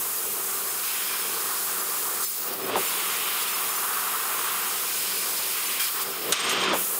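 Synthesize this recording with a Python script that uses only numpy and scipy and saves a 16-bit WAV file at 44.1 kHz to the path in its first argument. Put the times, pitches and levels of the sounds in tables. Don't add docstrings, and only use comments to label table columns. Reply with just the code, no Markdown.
import sys
import numpy as np
from scipy import signal
from scipy.fft import rfft, irfft, next_fast_len
from scipy.io import wavfile
from scipy.ndimage import uniform_filter1d, map_coordinates

SR = 44100
rng = np.random.default_rng(int(sys.argv[2]) if len(sys.argv) > 2 else 0)


def convert_level_to_amplitude(level_db):
    exponent = np.asarray(level_db, float) / 20
    return 10 ** exponent


def put_to_file(sound):
    columns = np.atleast_2d(sound).T
    safe = np.clip(columns, -1, 1)
    whole_steps = np.round(safe * 32767)
    wavfile.write(sys.argv[1], SR, whole_steps.astype(np.int16))


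N = 308259

# t/s, level/dB
JET_LEVEL = [(0, -29.5), (.8, -31), (2.0, -29.5), (2.15, -30), (2.3, -32.5), (2.48, -32), (2.52, -36.5),
             (2.7, -35), (2.8, -31), (3.2, -32), (3.8, -31), (4.4, -31.5), (5.65, -31), (5.72, -31.5),
             (5.98, -33.5), (6.17, -36), (6.31, -35), (6.79, -29.5)]
# t/s, level/dB, rise/s, fall/s
GAS_KICKS = [(.86, 1, .06, 0.11), (2.247, 5.5, 0.054, .01), (2.537, 5, 0.013, .012), (3.43, 3, 0.037, .02),
             (3.456, -2, .015, .03), (5.788, -3, 0.025, .008), (5.803, 4.5, .01, 0.15),
             (5.906, -1, .025, .008), (6.025, 4.5, .03, .015), (6.11, 2, .012, .012), (6.95, -1.5, .15, .3)]
# t/s, level/dB
BLEED_DOWN = [
    [(2.699, -1.5), (2.707, -9), (2.758, -11), (2.766, 0)],
    [(6.322, -0.5), (6.347, -15), (6.47, -18), (6.52, -33), (6.722, -46), (6.738, -6), (6.79, 0.5)],
]
# t/s, share/1
HEAD_LIFT = [(2.2, 0), (2.27, 1), (2.69, 1), (2.71, 0), (5.85, 0), (5.93, 1), (6.32, 1), (6.335, 0)]
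# f/Hz, density/dB
FIZZ_SPECTRUM = [(5400, -35), (9200, -5.5), (10600, 2.5), (12500, 1), (13700, 0.5), (15200, 4.5),
                 (16500, -10), (20000, -28)]
# f/Hz, density/dB
FREE_JET_SPECTRUM = [(9000, -40), (12000, -7), (13500, -6), (16500, 0), (20000, -20)]
# f/Hz, density/dB
SPLASH_SPECTRUM = [(4200, -30), (5700, -8), (6300, -3), (6900, -1.5), (7500, -2.5), (8500, 1), (9800, -4.5),
                   (12700, -24), (20000, -92)]
# t/s, turn/s, roar level/dB, rasp level/dB, edge level/dB
PATH_LEGS = [(0, 0, -43, -46, -47), (.48, .08, -41.5, -46, -44.5), (.82, .12, -42.5, -40, -43.5),
             (1.3, .3, -38.5, -43.5, -42.5), (1.65, 0.24, -39.5, -45, -44.5),
             (2.25, 0.027, -51, -49, -44.5), (2.38, 0.14, -42.5, -46.5, -45.5), (2.55, .06, -45, -50, -48),
             (2.77, 0.091, -37, -37.5, -42.5), (3.12, 0.22, -38, -36.5, -42), (3.6, 0.34, -35, -41, -44),
             (4.4, .3, -36, -38.5, -43.5), (4.78, 0.35, -42, -40.5, -39.5), (5.55, .15, -41, -37.5, -41.5),
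             (5.8, .02, -41, -37, -42), (5.9, 0.032, -44, -45, -45), (5.95, .03, -38, -40, -41.5),
             (6.04, .03, -42, -43, -44.5), (6.33, .02, -35.5, -34.5, -40), (6.44, .04, -32.5, -33, -40.5),
             (6.75, 0.073, -40.5, -40.5, -46), (6.84, 0.038, -42.5, -46.5, -45)]
# f/Hz, density/dB
ROAR_SPECTRUM = [(420, -38), (720, -10.5), (843, -7), (916, -7), (1000, -1), (1190, 1.5), (1790, -8),
                 (1850, -7), (2400, -24), (4070, -120)]
# f/Hz, density/dB
RASP_SPECTRUM = [(1100, -38), (1750, -8), (2000, -1.5), (2600, 1), (3200, 0), (3800, -3.5), (4300, -10),
                 (6000, -21), (12000, -120)]
# f/Hz, density/dB
EDGE_SPECTRUM = [(2500, -29), (3800, -4.5), (4300, -2.5), (5100, -0.5), (5600, -4), (6300, -19),
                 (9000, -52), (16000, -120)]
# f/Hz, width/Hz, level/dB
SHEET_MODES = [(1530, 260, 0), (2400, 87, 1.5), (3186, 200, -1.5), (5200, 530, -1.5)]
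# t/s, level/dB, rise/s, fall/s
SHEET_SWELLS = [
    (.98, 12.5, 0.3, 0.51),
    (1.25, 7.5, .3, .3),
    (3.25, 5, 0.54, .6),
    (4.95, 10.5, 0.25, 1.2),
    (5.8, 21.5, 0.014, 0.11),
    (6.0, 8, .07, 0.55),
]
# f/Hz, density/dB
FAN_SPECTRUM = [(15, -71), (25, -44), (64, -54), (113, -15.5), (160, -14.5), (182, -10), (290, -10),
                (355, -2.5), (376, -5), (461, 1), (549, -7), (800, -6.5), (1040, -14.5), (1760, -120)]
# f/Hz, level/dB
FAN_LINES = [(96, -22), (120, -14), (192, -7.5), (240.6, -14), (383.8, 2)]
# f/Hz, density/dB
GANTRY_SPECTRUM = [(15, -78), (25, -52), (90, -28), (190, -11), (250, -9), (326, -9), (376, -2.5),
                   (549, -8), (800, -14.5), (1040, -28), (1760, -120)]
# t/s, level/dB, rise/s, fall/s
GANTRY_SURGES = [(.85, -3.5, .4, 0.26), (2.27, -8.5, 0.038, .2), (2.515, 5.5, .07, 0.054),
                 (2.755, 18.5, 0.25, 0.1), (3.0, 2.5, 0.27, .2), (5.5, -0.5, .1, 0.22),
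                 (5.82, -4.5, 0.027, .25), (6.078, 4.5, 0.033, 0.093), (6.314, 14.5, .15, 0.031),
                 (6.47, 5.5, 0.078, 0.16), (6.735, 17, 0.35, 0.12), (6.99, 2, 0.19, .1)]
# t/s, peak level/dB, t60/s
LANDING_KNOCKS = [
    (2.694, -26, 0.05),
    (2.7554, -15.5, 0.051),
    (2.772, -16.5, 0.04),
    (6.727, -17.5, 0.091),
    (6.742, -18, 0.05),
]
# f/Hz, width/Hz, level/dB
BED_MODES = [(340, 57, -2.5), (550, 200, -0.5), (820, 310, 1)]
# t/s, share/1
TRAVEL_SHARE = [(6.33, 0), (6.4, 1), (6.72, 1), (6.78, 0)]
# t/s, level/dB
DRIVE_LEVEL = [(6.3, -60), (6.34, -35), (6.45, -34), (6.5, -29.5), (6.56, -37.5), (6.63, -36), (6.7, -39),
               (6.75, -39), (6.8, -60)]
# f/Hz, density/dB
DRIVE_SPECTRUM = [(900, -40), (1800, -13), (3300, -5), (4500, -18), (5200, -14), (6700, -7.5), (8000, -16),
                  (10000, -26), (12500, -24), (13700, -48), (15700, -36)]
# f/Hz, level/dB, strongest t/s, slope before/(dB/s), slope after/(dB/s)
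SERVO_WHISTLES = [(8532, -37, 6.45, 5, -1), (12505, -44, 6.52, 50, 50), (14670, -39, 6.515, 600, 55),
                  (15268, -48, 6.5, 60, 55)]
# t/s, level/dB, half length/s
SERVO_TUGS = [
    (6.37, -9, .02),
    (6.405, 1.5, .011),
    (6.45, -0.5, .014),
    (6.49, -10, 0.022),
    (6.525, -2, 0.016),
    (6.565, -10, .02),
    (6.615, -6, .022),
    (6.648, -12, .015),
    (6.696, -10, 0.017),
]
# f/Hz, level/dB
FRAME_RINGS = [(3171, -39), (3456, -47), (3736, -56)]
# t/s, peak level/dB, tilt/(dB/octave), t60/s
VALVE_CLACKS = [
    (6.3227, -10, -6, 0.056),
    (6.4938, -22.5, -2, 0.073),
    (6.6361, -21, -10, 0.036),
]
# f/Hz, width/Hz, level/dB
VALVE_MODES = [(1300, 540, -11.5), (3700, 760, -0.5), (6740, 1140, 2.5), (8600, 1700, 1), (11360, 840, 2)]


def unit(x):
    return x / np.sqrt(np.mean(x ** 2) + 1e-20)


def curves(rows):
    if np.ndim(rows[0]) == 2:
        rows = np.concatenate(sorted(rows, key=lambda r: r[0][0]))
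    knot_s, *columns = np.transpose(rows)
    knot_s = np.maximum.accumulate(knot_s)
    t = np.arange(N) / SR
    return [uniform_filter1d(np.interp(t, knot_s, c), size=400) for c in columns]


def bumps(rows):
    t = np.arange(N) / SR
    return sum(np.interp(t, [s - rise, s, s + fall], [0, db, 0]) for s, db, rise, fall in rows)


def swells(rows, t):
    return np.sqrt(sum(convert_level_to_amplitude(2 * db) * np.exp(-2 * ((t - s) / half_s) ** 2) for s, db, half_s in rows))


def wobble(rate_hz):
    knots = rng.standard_normal(int(N * rate_hz / SR) + 4)
    return map_coordinates(knots, [np.arange(N) * rate_hz / SR])


def filtered(x, response):
    m = next_fast_len(len(x) + 8192)
    return irfft(rfft(x, m) * response(np.fft.rfftfreq(m, 1 / SR)), m)[:len(x)]


def rush(spectrum, patchy_db, flutter_db):
    z = signal.stft(rng.standard_normal(N), nperseg=512)[2]
    field = uniform_filter1d(rng.standard_normal(z.shape), size=8, axis=0)
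    field = uniform_filter1d(field, size=10, axis=1)
    x = signal.istft(z * convert_level_to_amplitude(patchy_db * unit(field)), nperseg=512)[1][:N]
    x = x * convert_level_to_amplitude(flutter_db * wobble(60))
    f, db = np.transpose(spectrum)
    return unit(filtered(x, lambda hz: convert_level_to_amplitude(np.interp(np.log(hz + 1), np.log(f + 1), db))))


def fuzzy_line(hz, width_hz):
    return unit(filtered(rng.standard_normal(N), lambda f: np.exp(-((f - hz) / width_hz) ** 2)))


def resonances(modes):
    def response(f):
        return sum((-1) ** k * convert_level_to_amplitude(db) * 1j * f * width / (hz * hz - f * f + 1j * f * width)
                   for k, (hz, width, db) in enumerate(modes))
    return response


def burst(s, t60_s, attack_s, response):
    t = np.arange(SR // 5) / SR
    envelope = convert_level_to_amplitude(-60 * t / t60_s) * (1 - np.exp(-t / attack_s))
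    puff = filtered(rng.standard_normal(len(t)) * envelope, response)
    out = np.zeros(N + SR)
    out[round(s * SR):][:len(t)] = puff / np.abs(puff).max()
    return out[:N]


def path():
    rows = []
    old = PATH_LEGS[0][2:]
    for s, turn_s, *new in PATH_LEGS:
        rows += [(s - turn_s / 2, *old), (s + turn_s / 2, *new)]
        old = new
    return curves(rows)


def gantry():
    level_db = -46.5 + bumps(GANTRY_SURGES)
    fan_db = np.minimum(level_db, -44)
    return fan_db, np.sqrt(convert_level_to_amplitude(2 * level_db) - convert_level_to_amplitude(2 * fan_db))


def nozzle():
    bleed_db, = curves(BLEED_DOWN)
    lift, = curves(HEAD_LIFT)
    edge_db = path()[2]
    jet_db = curves(JET_LEVEL)[0] + bumps(GAS_KICKS) + 0.14 * wobble(6.5)
    splash_db = jet_db - 4 + 0.32 * (edge_db - edge_db.mean()) + 0.38 * bleed_db + 0.35 * wobble(8)
    fizz = convert_level_to_amplitude(1.5 - 1.7 * lift) * rush(FIZZ_SPECTRUM, patchy_db=0.4, flutter_db=0.3)
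    fizz += convert_level_to_amplitude(2) * lift * rush(FREE_JET_SPECTRUM, patchy_db=-2.0, flutter_db=1.5)
    splash = convert_level_to_amplitude(splash_db) * rush(SPLASH_SPECTRUM, patchy_db=0.7, flutter_db=0.14)
    return convert_level_to_amplitude(jet_db + bleed_db) * fizz + splash


def kerf():
    roar_db, rasp_db, edge_db = path()
    shake = gantry()[1]
    roar_gain = np.hypot(convert_level_to_amplitude(roar_db + 0.62 * wobble(16)), convert_level_to_amplitude(-5.5) * shake)
    rasp_gain = np.hypot(convert_level_to_amplitude(rasp_db + 0.38 * wobble(12)), convert_level_to_amplitude(-8.5) * shake)
    edge_gain = convert_level_to_amplitude(edge_db + bumps(GAS_KICKS) + 0.37 * wobble(12))
    roar = roar_gain * rush(ROAR_SPECTRUM, patchy_db=-0.74, flutter_db=-1.06)
    rasp = rasp_gain * rush(RASP_SPECTRUM, patchy_db=0.4, flutter_db=0.4)
    edge = edge_gain * rush(EDGE_SPECTRUM, patchy_db=0.26, flutter_db=1.0)
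    return convert_level_to_amplitude(2.0) * roar + convert_level_to_amplitude(2.5) * rasp + convert_level_to_amplitude(2.5) * edge


def shop():
    fan_db, surge = gantry()
    t = np.arange(N) / SR
    lines = sum(convert_level_to_amplitude(db + 2.5 * wobble(5)) * np.sin(2 * np.pi * hz * t + 0.5 * wobble(5))
                for hz, db in FAN_LINES)
    rumble_gain = convert_level_to_amplitude(fan_db + 1.74 + 1.0 * wobble(7))
    rumble = rumble_gain * rush(FAN_SPECTRUM, patchy_db=0.47, flutter_db=-0.2)
    line_gain = convert_level_to_amplitude(fan_db - 5.5) + convert_level_to_amplitude(-12) * surge
    moving = surge * rush(GANTRY_SPECTRUM, patchy_db=0.5, flutter_db=0.6)
    return rumble + line_gain * lines + moving


def sheet():
    ring = resonances(SHEET_MODES)
    song = unit(filtered(rng.standard_normal(N), lambda f: ring(f) ** 2))
    return convert_level_to_amplitude(-52 + bumps(SHEET_SWELLS)) * song


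def landing():
    bed = resonances(BED_MODES)
    return sum(convert_level_to_amplitude(db + 0.5) * burst(s, t60_s, 0.00074, bed) for s, db, t60_s in LANDING_KNOCKS)


def servos():
    moving, = curves(TRAVEL_SHARE)
    drive_db, = curves(DRIVE_LEVEL)
    on = moving > 0
    t = np.flatnonzero(on) / SR
    tones = np.zeros(len(t))
    for hz, db, s, before, after in SERVO_WHISTLES:
        tone_db = db - np.maximum(before * (s - t), after * (t - s))
        tones += convert_level_to_amplitude(tone_db) * np.sqrt(2) * np.sin(2 * np.pi * hz * t + 0.5 * wobble(33)[on])
    whistle = np.zeros(N)
    whistle[on] = swells(SERVO_TUGS, t) * tones
    rings = sum(convert_level_to_amplitude(db) * fuzzy_line(hz, width_hz=60) for hz, db in FRAME_RINGS)
    drive = convert_level_to_amplitude(drive_db) * rush(DRIVE_SPECTRUM, patchy_db=-0.8, flutter_db=0.5)
    return convert_level_to_amplitude(4) * whistle + rings * moving + drive


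def valve():
    body = resonances(VALVE_MODES)

    def tilted(tilt_db):
        return lambda f: body(f) * convert_level_to_amplitude(tilt_db * np.log2(f / 5000 + 0.089))

    return sum(convert_level_to_amplitude(db + 5.5) * burst(s - 0.0006, t60_s, 0.0007, tilted(tilt_db))
               for s, db, tilt_db, t60_s in VALVE_CLACKS)


def scene():
    mono = nozzle() + kerf() + sheet() + shop() + servos() + valve() + landing()
    return np.array([mono, mono])


def side_noise():
    side = np.zeros(N + SR)
    length = SR // 24
    cells = rng.uniform([0, -1, 4540, 4540], [N, 1, 15600, 15600], (27, 4))
    for start, scatter, *bands_hz in cells:
        in_band = lambda f: np.abs(f - np.c_[bands_hz]).min(axis=0) < 400
        cell = unit(filtered(rng.standard_normal(length), in_band))
        side[int(start):][:length] += convert_level_to_amplitude(-39.5 + 3.5 * scatter) * cell * np.hanning(length)
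    return side[length // 2:][:N]


def top_cut(x):
    return signal.sosfilt(signal.butter(12, 17090, fs=SR, output="sos"), x)


def record(dry):
    side = side_noise()
    soft = dry / (1 + np.abs(dry / 0.38) ** 4) ** 0.25
    band = lambda f: (f < 15745) / np.sqrt(1 + (55 / (f + 1)) ** 4)
    wide = [filtered(x, band) for x in soft + np.array([side, -side])]
    return top_cut(np.array(wide))


dry = scene()
out = record(dry)
put_to_file(out)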